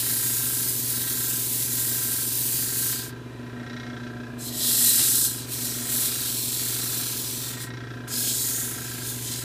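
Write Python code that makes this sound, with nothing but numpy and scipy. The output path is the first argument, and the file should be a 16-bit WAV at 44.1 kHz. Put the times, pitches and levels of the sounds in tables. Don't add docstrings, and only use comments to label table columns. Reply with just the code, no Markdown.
import sys
import numpy as np
from scipy import signal
from scipy.fft import rfft, irfft, next_fast_len
from scipy.io import wavfile
from scipy.ndimage import uniform_filter1d, minimum_filter1d

SR = 44100
rng = np.random.default_rng(int(sys.argv[2]) if len(sys.argv) > 2 else 0)


def nominal_scale(level):
    x = np.asarray(level, float) / 20
    return 10 ** x


def store_wav(level_fs):
    pcm = np.round(np.clip(np.atleast_2d(level_fs), -1, 1) * 32767)
    wavfile.write(sys.argv[1], SR, pcm.T.astype(np.int16))


N = 416291

# pitch_hz, level_db (per Hz)
RUSH = [(15, -63), (25, -24), (69, -12), (121, -1.5), (191, -10), (257, -4), (404, -7), (558, -15.5),
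        (811, -18), (1000, -19), (1150, -20), (1540, -20), (2130, -22), (4040, -30), (15000, -43.5)]
RUSH_DB = -42.5
# pitch_hz, width_hz, level_db
CASTING = [(215, 28, 1), (2240, 170, -9), (2380, 100, 8), (3420, 150, 1.5), (3950, 150, 8.5),
           (5640, 900, -0.5)]
# pitch_hz, level_db
BELT = [(40, -82), (70, -69), (115, -66.5), (200, -71), (285, -68.5), (420, -70.5), (620, -74), (760, -82)]
BELT_TAKES_DB = -6
# pitch_hz, level_db
TONES = [(164.5, -59), (535.7, -69.5), (689, -72), (889.8, -66.5), (920.5, -73), (982, -63),
         (1011.3, -59.5)]

# time_s, level_db
BUZZ = [(0, -41.5), (.75, -40.2), (1.25, -42), (1.7, -39), (2.15, -42.5), (2.7, -39.5), (3.15, -42),
        (4.2, -41), (4.95, -44), (5.45, -40), (6.2, -43.5), (6.8, -40.5), (7.35, -43), (7.7, -38),
        (8.2, -41), (8.7, -41.5), (9.2, -38.5), (9.43, -39.7)]
BUZZ_HZ = 119.865
BUZZ_START = (-.065, .17)
# level_db at the usual buzz, usual_buzz_db, gain_db per dB of buzz
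THIRD = (-60, -39.5, 2.8)
# start_s, end_s, level_db, lag_turns
SURGES = [
    (3.6, 4.8, -40.5, 0.01),
    (5.714, 5.945, -41.5, 0.13),
    (8.124, 8.2, -41, 0.17),
]
UPPER_DB, SURGE_RISE_S, SURGE_FALL_S, SWING_TURNS = -51, 0.54, 0.49, 0.61
# multiple of twice mains, level_db under it
OVERTONES = [(3, -22), (5, -25), (6, -18)]
FLUTTER_HZ, FLUTTER_DB = (580, 660), -17

# time_s, speed_hz (turns a second)
SPEED = [(0.0, 22.346), (1.0, 22.296), (1.6, 22.283), (2.4, 22.303), (3.6, 22.388), (4.4, 22.381),
         (5.2, 22.341), (5.8, 22.364), (7.0, 22.294), (7.5, 22.312), (8.3, 22.397), (9.43, 22.296)]
# multiple of the speed, level_db
ORDERS_DB = [(2, -63), (3, -58), (4, -67), (5, -66), (6, -51), (8, -71), (10, -68), (11, -47.5), (12, -52),
             (13, -57.5), (14, -55.5), (15, -53.5), (16, -59), (17, -53.5), (18, -58.5), (19, -56.5),
             (20, -61), (22, -63), (24, -73), (28, -69), (29, -74)]
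PUSH_TURN, LOW_LAG, HIGH_LAG = .2, .02, .23

# first_knock_s, rate_hz (knocks a second)
BURSTS = [(0.024, 29.765), (0.765, 29.72), (1.508, 29.745), (2.351, 29.76), (3.225, 29.815),
          (4.471, 29.795), (5.412, 29.81), (6.421, 29.755), (7.264, 29.82), (8.373, 29.755), (9.216, 29.72)]
# lull_db, peak_s, peak_db
RATTLE = [(-47.5, 0.37, -47), (-61, 1.19, -46), (-62, 2.01, -47), (-58, 2.93, -46.5), (-61.5, 3.93, -45.5),
          (-62, 5, -46), (-56.5, 6.12, -45.5), (-63, 6.8, -45.5), (-62, 7.82, -45.5), (-56.5, 8.7, -45),
          (-58.5, 9.5, -46)]
ARCH_POWER = 2.6
HOUSING_HZ = [718, 1011, 1350, 1520, 1579, 1625, 1715, 1885, 1548]
# level_db, t60_s
HOUSING = [(-14, 0.068), (-19, 0.094), (-1.8, 0.042), (-12, 0.035), (-7, .3), (-11, 0.04), (-5, 0.043),
           (-16.5, 0.063), (-11, 0.27)]
TOP_HZ = [2150, 2540, 3150, 3360, 3790, 3975, 4850, 5450, 5740]
# level_db, t60_s
HOUSING_TOP = [(-15.5, 0.12), (-14.5, 0.042), (-9, 0.011), (-10, 0.032), (-13, 0.055), (-14.5, 0.083),
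               (-18, 0.024), (-9.5, 0.019), (-10, 0.017)]
# fifth_mode_db, eighth_mode_db, ninth_mode_db
STRIKE = [(-4, 11, -34), (-2, 12, -25), (-2.5, 11.5, -23), (-3.5, 10, -19), (-8, 9.5, -7), (-7, 15, -39),
          (-15, 9.5, -6), (-23, 9.5, -6), (-9.5, 11.5, -7), (-7, 10, -10), (-8, 6, -19)]
DRIFT_DB = [1.2, 0, 0.5, 1, -1.5, 13, -1.5, -8, 0, -8, 8, 0.1, -1, -3, -1, -1.5, -4, -1]
DRIFT_S = .3
REBOUND_S, REBOUND_BODY, REBOUND_TOP = .0082, .6, .5
LATE_S = [0, .006, -.0008, .00255, .00142, .00026, .00212, .00099, .00283, .0017, .0005, .0012, .0008, .002,
          .004, .0008, .002, .0015]
# time_s, sharpness_db, low_panel_db, middle_panel_db, high_panel_db
BARE = [(3.5289, -43, 6.0, 5.0, 3.0), (3.5643, -44, 7.0, 6.0, 7.0), (3.5972, -37, 2.0, -0.0, 1.0),
        (3.6316, -37.5, -0.0, 0.0, -1.0), (3.6641, -36.5, 3.0, 3.0, 1.0), (3.698, -33.5, -2.0, 2.0, 0.0),
        (3.7304, -36, 2.0, 2.0, 2.0), (3.7648, -33.5, 1.0, 2.0, 2.0), (3.7983, -33, -1.0, 1, 2),
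        (3.8317, -35, 1.0, 0, 1.0), (3.8651, -35, 3, 0.0, -1.0), (3.8985, -35.5, 5, -3.0, -1.0),
        (3.9325, -38, 9, -3.0, 1.0), (3.9659, -35, 6, -1.0, -1.0), (3.9988, -37, 4.0, -0.0, -2.0),
        (4.0347, -35, 1.0, -1.0, -3.0), (4.0662, -35.5, 2.0, -3.0, -4), (4.1004, -41, 4.0, 4.0, -2.0),
        (4.1344, -42, 2.0, -0.0, -2.0), (4.1684, -40, 3.0, -3.0, -4.0), (7.7039, -35.5, 4, 6, 5),
        (7.7378, -34, 1.0, 1.0, 2), (7.7712, -34, 3, -1, -0.0), (7.8037, -36, 4.0, -4.0, -0.0),
        (7.8366, -38, 4.0, -1.0, -1.0), (7.8705, -36, 6, -6.0, -2.0), (7.9044, -35.5, 3.0, -1.0, -5),
        (7.9379, -35.5, 2.0, 0.0, -3), (7.9715, -38, 2, 0, 0), (8.0047, -39, 4.0, 1.0, 1.0),
        (8.0381, -41, 6.0, 1.0, -4.0)]
CLATTER_DB, CLATTER_T60_S, CLATTER_HZ = -60, 0.19, (1910, 5800)

# time_s, peak_db, t60_s, low_edge_hz
CATCHES = [
    (2.928, -32.5, 0.045, 800),
    (4.384, -50, .03, 900),
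    (4.992, -33.5, 0.094, 1000),
    (5.02, -49, 0.18, 280),
    (8.077, -43, .04, 1500),
]
# time_s, peak_db, pitch_hz
SNAPS = [(4.9933, -14, 4000), (5.011, -17, 3800), (5.017, -19, 3600), (5.0376, -18, 4000),
         (5.0600, -22, 3000)]
SNAP_T60_S = .004
# time_s, peak_db, pitch_hz, t60_s
BUMPS = [(4.993, -40, 330, 0.073), (5.005, -38, 135, 0.11), (5.016, -34, 320, 0.093)]
# middle_s, length_s, level_db
RUSTLE = (7.95, .14, -61)

# start_s, throb_depth, contact_angle_turns
GRIPS = [
    (0, 0.23, -0.41),
    (4, 0.37, -0.43),
    (5.45, 0.98, 0.0092),
    (7.9, 0.41, 0.068),
]
# time_s, pressure_db, sheet_flex_db
CONTACTS = [
    [(0, -29, 3), (.15, -28, 0), (1.0, -30.5, -1), (1.79, -28.5, 0), (2.33, -30, -0.5), (2.9, -28, 0),
     (3.02, -37, 3.5), (3.09, -42, -1.5), (3.14, -75, 22)],
    [(4.37, -70, 0), (4.39, -46, -4), (4.42, -36, -4), (4.5, -41, 1.5), (4.67, -25, 3), (4.86, -22, 1.5),
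     (5.265, -23.5, -1), (5.295, -30, -2.5), (5.46, -43.5, 3.5)],
    [(5.46, -44, -2), (5.54, -32, 0), (5.86, -33.5, -1), (5.93, -28, -0.5), (6.07, -27, 0.5),
     (6.11, -31, 3), (6.92, -30, 0.5), (7.51, -35, 1), (7.7, -55.5, -1)],
    [(8.07, -83, 0), (8.08, -42, -3), (8.14, -32.5, -1.5), (8.27, -28.5, 1.5), (8.62, -30, -5.5),
     (8.79, -40, -1.5), (8.98, -39.5, 0), (9.33, -33.5, -1.5), (9.44, -40, 1)],
]
# pitch_hz, level_db (per Hz)
GRIP_1 = [(590, -58), (1000, -23.5), (1210, -40), (1330, -22.5), (1490, -45), (1540, -26.5), (2570, -15.5),
          (3880, -3), (5980, -5.5), (9750, 1.5), (15200, 2.5)]
GRIP_2 = [(590, -43.5), (1000, -21), (1340, -14), (1460, -17), (1890, -11), (2140, -14), (4060, -5.5),
          (5580, -6), (7760, 1.5), (13600, 1), (15200, -3)]
GRIP_3 = [(590, -10), (1000, -6.5), (1100, -3), (1330, -5), (1980, -5.5), (2380, -0.5), (2920, -5.5),
          (4100, -5), (5090, -5.5), (8500, 7), (15200, 6.5)]
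GRIP_4 = [(590, -51), (1000, -41), (1190, -28), (1340, -36), (1440, -27), (1580, -16), (2750, -7),
          (3500, 1.5), (5710, 2), (6850, 8), (15200, 3.5)]
# pitch_hz, width_hz, level_db
SHEET = [
    [(4850, 220, 3.5)],
    [(4050, 280, 6.5), (5200, 150, 5.5), (7760, 280, 3.5), (9070, 130, 5)],
    [(4090, 260, 5.5), (5900, 92, 2), (6730, 160, -1), (8500, 400, -3.5)],
    [(4130, 150, 2), (5100, 170, 3), (6700, 300, 1)],
]
# firm_db, ring_db (3-5 kHz), fizz_db (top), scrape_db (low)
FIRM = [(-29, -8.5, 1.5, 5.5), (-32.5, -5, -2, -2), (-34.5, -5, -2, -5.5), (-29.5, -5.5, -2, 3.5)]
# ring_db, fizz_db, scrape_db per dB lighter
LIGHTER = [(0.33, -0.34, 0.42), (0.21, -0.18, 0.44), (0.11, -0.36, 0.63), (0.18, 0.19, 0.98)]
LIGHTEST_DB, SCRAPE_FLEX = 10.5, 0.38
END_GRAIN = [(2, .08, .47), (4, .055, .51), (6, .055, 0)]
# middle_s, length_s, pressure_change_db
JOLTS = [(0.048, .08, -1), (1.06, 0.089, -2.5), (1.17, .12, -1), (1.482, 0.11, -1.5), (1.69, 0.11, -2),
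         (2.45, 0.32, 1), (2.7, 0.19, -2.5), (2.82, .15, 0), (4.476, 0.072, 3.5), (4.856, 0.14, 1.5),
         (5.583, 0.11, -1.5), (5.65, .12, 2), (6.79, 0.39, -0.5), (7.633, 0.14, 11), (8.122, .04, 3),
         (4.51, .04, -3), (4.625, .06, 0.5), (0.697, .05, 1.5), (.91, 0.055, 2), (9.095, 0.16, 4),
         (9.18, 0.22, -3.5)]
# middle_s, length_s, ring_db, fizz_db, scrape_db
BENDS = [(1.05, 0.58, 3, 1.5, .7), (4.42, .06, -2, -4, 4), (4.492, .1, 1, 1, 3), (4.67, 0.16, 0.5, 0.5, 0),
         (4.85, 0.11, -2.5, 0, 0), (5.035, .15, 2.5, -.7, 5), (5.26, 0.16, 1, -1, -10),
         (5.38, .12, 1, 2.5, 0), (5.513, .1, 1.5, 3.5, 2), (5.72, .3, 0, -0.5, -2),
         (5.97, 0.11, -1, 1.5, -6), (6.4, 1, -0.5, 0.5, -3), (6.85, .3, 1.5, -0.5, 2.5),
         (7.407, .2, 0.5, 0.5, -2), (7.627, 0.11, 1, 1.5, -12), (8.106, .06, -1.5, -5, -1),
         (8.2, 0.16, 1.5, 3, -1), (8.446, 0.25, 1.5, 1.5, 3), (9.1, .2, -1, 0.5, -2),
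         (8.703, .15, -0.5, 2, 2), (9.33, 0.22, 3, -2, 1)]
# middle_s, length_s, pitch_hz, width_hz, level_db
SINGS = [(0.06, .16, 3950, 400, 3), (0.168, .16, 4850, 300, 3), (.25, .3, 6100, 500, -4),
         (1.2, .5, 6800, 400, 0), (4.623, .1, 3500, 1500, 2), (4.677, .05, 3600, 800, 3),
         (4.902, .08, 4130, 300, 8), (5.114, .1, 3800, 1500, -4), (5.36, .16, 4220, 400, -3),
         (4.55, .25, 12500, 4000, 3), (6.85, .3, 3000, 800, -6), (5.7, .35, 5600, 400, 5.5),
         (6.0, .2, 8100, 500, 2), (6.35, .3, 7900, 600, 1.5), (6.62, .3, 6800, 200, 3),
         (6.62, .3, 7500, 250, 6), (7.1, .4, 8000, 500, -3), (7.35, 0.59, 5740, 700, 2.5),
         (8.15, .14, 4900, 500, 9), (8.19, .1, 3600, 500, -4), (8.32, .25, 7000, 500, 1),
         (8.42, .2, 2800, 500, -8), (8.405, .2, 8500, 900, 3)]
# start_s, end_s, from_hz, to_hz, depth_db, width_share
LIFT = (7.52, 7.66, 7500, 14500, -11, .05)

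# time_s, low_hz, high_hz, level_db
SPLITS = [(.238, 8250, 9650, -37), (.68, 4200, 5700, -43), (.70, 4700, 5700, -43), (.70, 11000, 12400, -36),
          (.773, 5250, 6250, -46), (.773, 11750, 13100, -38), (2.281, 6300, 8300, -40),
          (2.374, 6900, 8300, -40), (2.374, 9600, 11100, -36), (6.995, 6900, 8250, -41),
          (6.995, 9650, 11050, -43), (7.088, 6250, 8250, -41)]
EDGE_HZ = 15290


def evened(x):
    return x / np.sqrt(np.mean(x ** 2) + 1e-20)


def read(points, hz):
    f, value = np.transpose(points)
    return np.interp(np.log(hz + 1), np.log(f + 1), value)


def peaks_db(modes, hz):
    return sum(db / (1 + (2 * (hz - f) / width) ** 2) for f, width, db in modes)


def add(mix, s, sound):
    part = mix[max(round(s * SR), 0):][:len(sound)]
    part += sound[:len(part)]


def curve(rows, column):
    rows = np.array(rows)
    return np.interp(np.arange(N) / SR, rows[:, 0], rows[:, column])


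def bump(t, s, length):
    return np.cos(np.pi * np.clip((t - s) / length, -.5, .5)) ** 2


def smooth(x, bins, frames):
    return evened(uniform_filter1d(uniform_filter1d(x, size=bins, axis=0), size=frames, axis=1))


def band_noise(band_hz, order, length=N):
    b, a = signal.butter(N=order, Wn=band_hz, btype="band", fs=SR)
    return evened(signal.lfilter(b, a, rng.standard_normal(length)))


def rush():
    size = next_fast_len(N)
    hz = np.fft.rfftfreq(size, 1 / SR)
    colour_db = read(RUSH, hz) + peaks_db(CASTING, hz)
    taken_db = BELT_TAKES_DB / (1 + (hz / 800) ** 4) / (1 + (55 / (hz + 1)) ** 4)
    whole = rfft(rng.standard_normal(size)) * nominal_scale(colour_db)
    rest = irfft(whole * nominal_scale(taken_db), size)[:N]
    return nominal_scale(RUSH_DB) * rest * size / np.sqrt(2) / np.linalg.norm(whole)


def belt(turns):
    laps, lines = np.arange(4096) / 4096, np.arange(2049)
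    luck = rng.standard_normal((2049, 2)).T
    size = nominal_scale(read(BELT, lines * SPEED[0][1] / 3) + 2 * luck[0])
    size *= (lines % 3 > 0) * (lines < 105)
    lap = irfft(size * np.exp(20j * luck[1])) * 4096 / np.sqrt(2)
    return np.interp(turns / 3 % 1, laps, lap, period=1)


def surges():
    t, size = np.arange(N) / SR, nominal_scale(UPPER_DB) * np.ones(N, complex)
    for start, end, db, lag in SURGES:
        grown = np.interp(t, [start - SURGE_RISE_S, start, end, end + SURGE_FALL_S], [0, 1, 1, 0])
        swing = np.exp(-2j * np.pi * (lag + SWING_TURNS * (1 - grown)))
        size += (nominal_scale(db) - nominal_scale(UPPER_DB)) * grown * swing
    return size


def buzz():
    turns = BUZZ_HZ * np.arange(N) / SR
    level_db = curve(BUZZ, 1)
    low = nominal_scale(level_db) * np.cos(2 * np.pi * (turns + BUZZ_START[0]))
    low += nominal_scale(THIRD[0] + THIRD[2] * (level_db - THIRD[1])) * np.cos(3 * np.pi * turns)
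    surge = surges()
    high = (surge * np.exp(2j * np.pi * (2 * turns + BUZZ_START[1]))).real
    for k, db in OVERTONES:
        high += abs(surge) * nominal_scale(db) * np.cos(2 * np.pi * (round(k) * turns + rng.random()))
    high += abs(surge) * nominal_scale(FLUTTER_DB) * band_noise(FLUTTER_HZ, 2)
    tones = sum(nominal_scale(db) * np.cos(2 * np.pi * hz * np.arange(N) / SR) for hz, db in TONES)
    return np.sqrt(2) * (low + high + tones)


def spindle(turns):
    out = np.zeros(N)
    for k, db in ORDERS_DB:
        k = round(k)
        waver_db = .75 * np.interp(np.arange(N), np.linspace(0, N, num=40), rng.standard_normal(40))
        lag = .8 if k > 17 else HIGH_LAG if k > 9 else LOW_LAG
        out += np.sqrt(2) * nominal_scale(db + waver_db) * np.cos(2 * np.pi * (k * (turns + PUSH_TURN) + lag))
    return out


def ring(hz, db, t60, rise):
    t = np.arange(6000) / SR
    return (1 - np.exp(-t / rise)) ** 2 * nominal_scale(db - 60 * t / t60) * np.sin(2 * np.pi * (hz * t + rng.random()))


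def rattle_db(times):
    lull_db, peak_s, peak_db = np.transpose(RATTLE)
    knots = np.ravel([(s, peak) for (s, rate), peak in zip(BURSTS, peak_s)])
    place = np.interp(times, knots, np.arange(len(knots)))
    burst, away = place.astype(int) // 2, place % 2 - 1
    low_db = np.where(away < 0, lull_db[burst], np.roll(lull_db, -1)[burst])
    return peak_db[burst] + (low_db - peak_db[burst]) * abs(away) ** ARCH_POWER


def clatter(at, level_db):
    knocks, t = np.zeros(N + SR), np.arange(3000) / SR
    knocks[at] = nominal_scale(CLATTER_DB + level_db)
    puff = np.minimum(t / 0.0025, 1) * nominal_scale(-60 * t / CLATTER_T60_S)
    return signal.oaconvolve(knocks, puff)[:N] * band_noise(CLATTER_HZ, 3)


def rattle(body_db=-39, top_db=-43, hardness=1.75, bare_db=-35, contrast=1.6):
    ends = [s for s, rate in BURSTS[1:]] + [N / SR]
    times = np.concatenate([np.arange(s, end - .015, 1 / rate) for (s, rate), end in zip(BURSTS, ends)])
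    chance, burst = rng.standard_normal((400, 4))[:len(times)], np.searchsorted(ends, times)
    at = ((times + .0014 + .00005 * chance[:, 0]) * SR).astype(int)
    rebound = at + ((REBOUND_S + .0005 * chance[:, 3]) * SR).astype(int)
    level_db = rattle_db(times) + 50
    sharp_db = top_db + hardness * level_db + chance[:, 2]
    drift = np.clip((times - np.array(RATTLE)[burst, 1]) / DRIFT_S, -.5, 1.2)
    strike_db = np.outer(drift, DRIFT_DB)
    strike_db[:, [4, 7, 8]] += np.array(STRIKE)[burst]
    for s, db, *panel_db in BARE:
        near = np.argmin(abs(at / SR - s))
        sharp_db[near] = bare_db + contrast * (db + 35)
        strike_db[near, 11:] = np.repeat(panel_db, [2, 2, 3])
    out = np.zeros(N + SR)
    modes = [*HOUSING, *HOUSING_TOP]
    for k, hz in enumerate([*HOUSING_HZ, *TOP_HZ]):
        top, knocks = k >= len(HOUSING), np.zeros(N + SR)
        each_db = (1.1 if top else .45) * rng.standard_normal(400)[:len(at)] + .4 * chance[:, 1]
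        knocks[at] = nominal_scale((sharp_db if top else body_db + level_db) + strike_db[:, k] + each_db)
        bounce = REBOUND_TOP if top else REBOUND_BODY * (k not in (4, 8))
        knocks[rebound] = bounce * nominal_scale(2 * chance[:, 1]) * knocks[at]
        rung = signal.oaconvolve(knocks, ring(hz, *modes[k], .0007 if top else .001))[:len(out)]
        out += np.roll(rung, int(LATE_S[k] * SR))
    return out[:N] + clatter(at, sharp_db - top_db)


def catches():
    out, t = np.zeros(N), np.arange(6000) / SR
    for s, db, t60, low_hz in CATCHES:
        add(out, s, nominal_scale(db - 60 * t / t60) * band_noise([low_hz, 3500], 2, len(t)))
    for s, db, hz in SNAPS:
        add(out, s, nominal_scale(db - 60 * t / SNAP_T60_S) * np.sin(2 * np.pi * hz * t))
    for s, db, hz, t60 in BUMPS:
        add(out, s, nominal_scale(db - 60 * t / t60) * np.sin(2 * np.pi * hz * t))
    s, length, db = RUSTLE
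    rustle = evened(np.diff(rng.standard_normal(N + 1)))
    return out + nominal_scale(db) * bump(np.arange(N) / SR, s, length) * rustle


def jolts_db(t):
    return sum(db * bump(t, s, length) for s, length, db in JOLTS)


def noise(shape_db, patchy_db, streaky_db):
    a, b, patches, streaks = rng.standard_normal((N // 128 + 5, 257, 4)).T
    luck_db = patchy_db * smooth(patches, 5, 30) + streaky_db * smooth(streaks, 2, 50)
    return signal.istft((a + 1j * b) * nominal_scale(shape_db + luck_db), nperseg=512, noverlap=384)[1][:N]


def passing_db(hz, t):
    start, end, from_hz, to_hz, depth_db, width = LIFT
    off = np.log((hz[:, None] + 1) / np.interp(t, [start, end], [from_hz, to_hz])) / width
    change_db = depth_db * np.exp(-off ** 2) * bump(t, (start + end) / 2, 1.8 * (end - start))
    for s, length, f, width_hz, db in SINGS:
        change_db += np.outer(peaks_db([(f, width_hz, db)], hz), bump(t, s, length))
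    return change_db


def sheet_hiss(t, grip):
    hz = np.fft.rfftfreq(512, 1 / SR)
    colours = np.array([read(g, hz) for g in (GRIP_1, GRIP_2, GRIP_3, GRIP_4)])
    colours += [peaks_db(modes, hz) for modes in SHEET]

    def power_db(low, high):
        return 10 * np.log10((10 ** (colours[:, (hz > low) & (hz < high)] / 10)).sum(1))

    zones = np.array([np.interp(hz, [1930, 3470, 4900, 6440, 8000, 10100], row) for row in
                      ([0, 1, 1, 0, 0, 0], [0, 0, 0, 0, 0, 1], [1, 0, 0, 0, 0, 0])])
    main_db = power_db(5500, 10000)
    usual = np.array([power_db(3000, 5500) - main_db, power_db(10000, 15000) - main_db, 0 * main_db])
    rows = np.concatenate(CONTACTS)
    firm = np.transpose(FIRM)[:, grip]
    pressure_db, flex_db = [np.interp(t, rows[:, 0], rows[:, column]) for column in (1, 2)]
    lighter_db = np.minimum(firm[0] - pressure_db - jolts_db(t), LIGHTEST_DB)
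    change = firm[1:] - usual[:, grip] + np.transpose(LIGHTER)[:, grip] * lighter_db
    change += np.outer([1, 0, SCRAPE_FLEX], flex_db)
    change += sum(np.outer(zone_db, bump(t, s, length)) for s, length, *zone_db in BENDS)
    shape_db = (colours - main_db[:, None])[grip].T + zones.T @ change + passing_db(hz, t)
    return evened(noise(shape_db, patchy_db=.4, streaky_db=1.5))


def hand_pressure():
    pressure, t = np.zeros(N), np.arange(N) / SR
    for rows in CONTACTS:
        start, end = rows[0][0], rows[-1][0]
        touching = abs(t - (start + end) / 2) <= (end - start) / 2
        pressure += uniform_filter1d(touching * 1., size=200, mode="nearest") * nominal_scale(curve(rows, 1))
    return pressure


def sanding(turns):
    t = np.arange(N // 128 + 5) * 128 / SR
    grip = np.searchsorted([g[0] for g in GRIPS], t, "right") - 1
    hiss = sheet_hiss(t, grip)
    grit_db = 0.95 * evened(uniform_filter1d(rng.standard_normal(N), size=30))
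    snags_db = 0.56 * evened(uniform_filter1d(rng.standard_normal(N), size=500))
    hand_db = np.interp(np.arange(N) / SR, t, jolts_db(t))
    now = grip[np.arange(N) // 128]
    depth, angle = np.array(GRIPS)[now, 1], np.array(GRIPS)[now, 2]
    throb = 1 + depth * sum(d * np.cos(2 * np.pi * (k * (turns + angle) + p)) for k, d, p in END_GRAIN)
    return hiss * nominal_scale(6.0 + grit_db + snags_db + hand_db) * throb * hand_pressure()


def scene():
    turns = np.cumsum(curve(SPEED, 1)) / SR
    mono = rush() + belt(turns) + buzz() + spindle(turns) + rattle() + catches() + sanding(turns)
    return np.array([mono, mono])


def dropouts(x):
    hz, t, z = signal.stft(x, SR, nperseg=1024)
    need = smooth(rng.standard_normal((len(t), len(hz))).T, 4, 9)
    limit = np.interp(hz, [1900, 2200, 9000, 12000, 14000], [5, 3.25, 3.1, 2.5, 1.7])
    kept = minimum_filter1d(need < limit[:, None], size=3, axis=0)
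    return signal.istft(z * kept, SR, nperseg=1024)[1][:N]


def ear_splits():
    side, hz = np.zeros(N), np.fft.rfftfreq(2048, 1 / SR)
    for s, low_hz, high_hz, db in SPLITS:
        band = evened(irfft(rfft(rng.standard_normal(2048)) * (hz > low_hz) * (hz < high_hz)))
        add(side, s - 1024 / SR, nominal_scale(db + 0.5) * band * np.sqrt(np.hanning(2048)))
    return np.array([side, -side])


def band_limit(x):
    return signal.sosfilt(signal.butter(12, 16480, fs=SR, output="sos"), x)


def record(dry):
    edge = signal.firwin(1023, EDGE_HZ, window=("kaiser", 9), fs=SR)
    limited = signal.oaconvolve(dropouts(dry[0]) + ear_splits(), edge[None], "same")
    return band_limit(limited)


dry = scene()
out = record(dry)
store_wav(out)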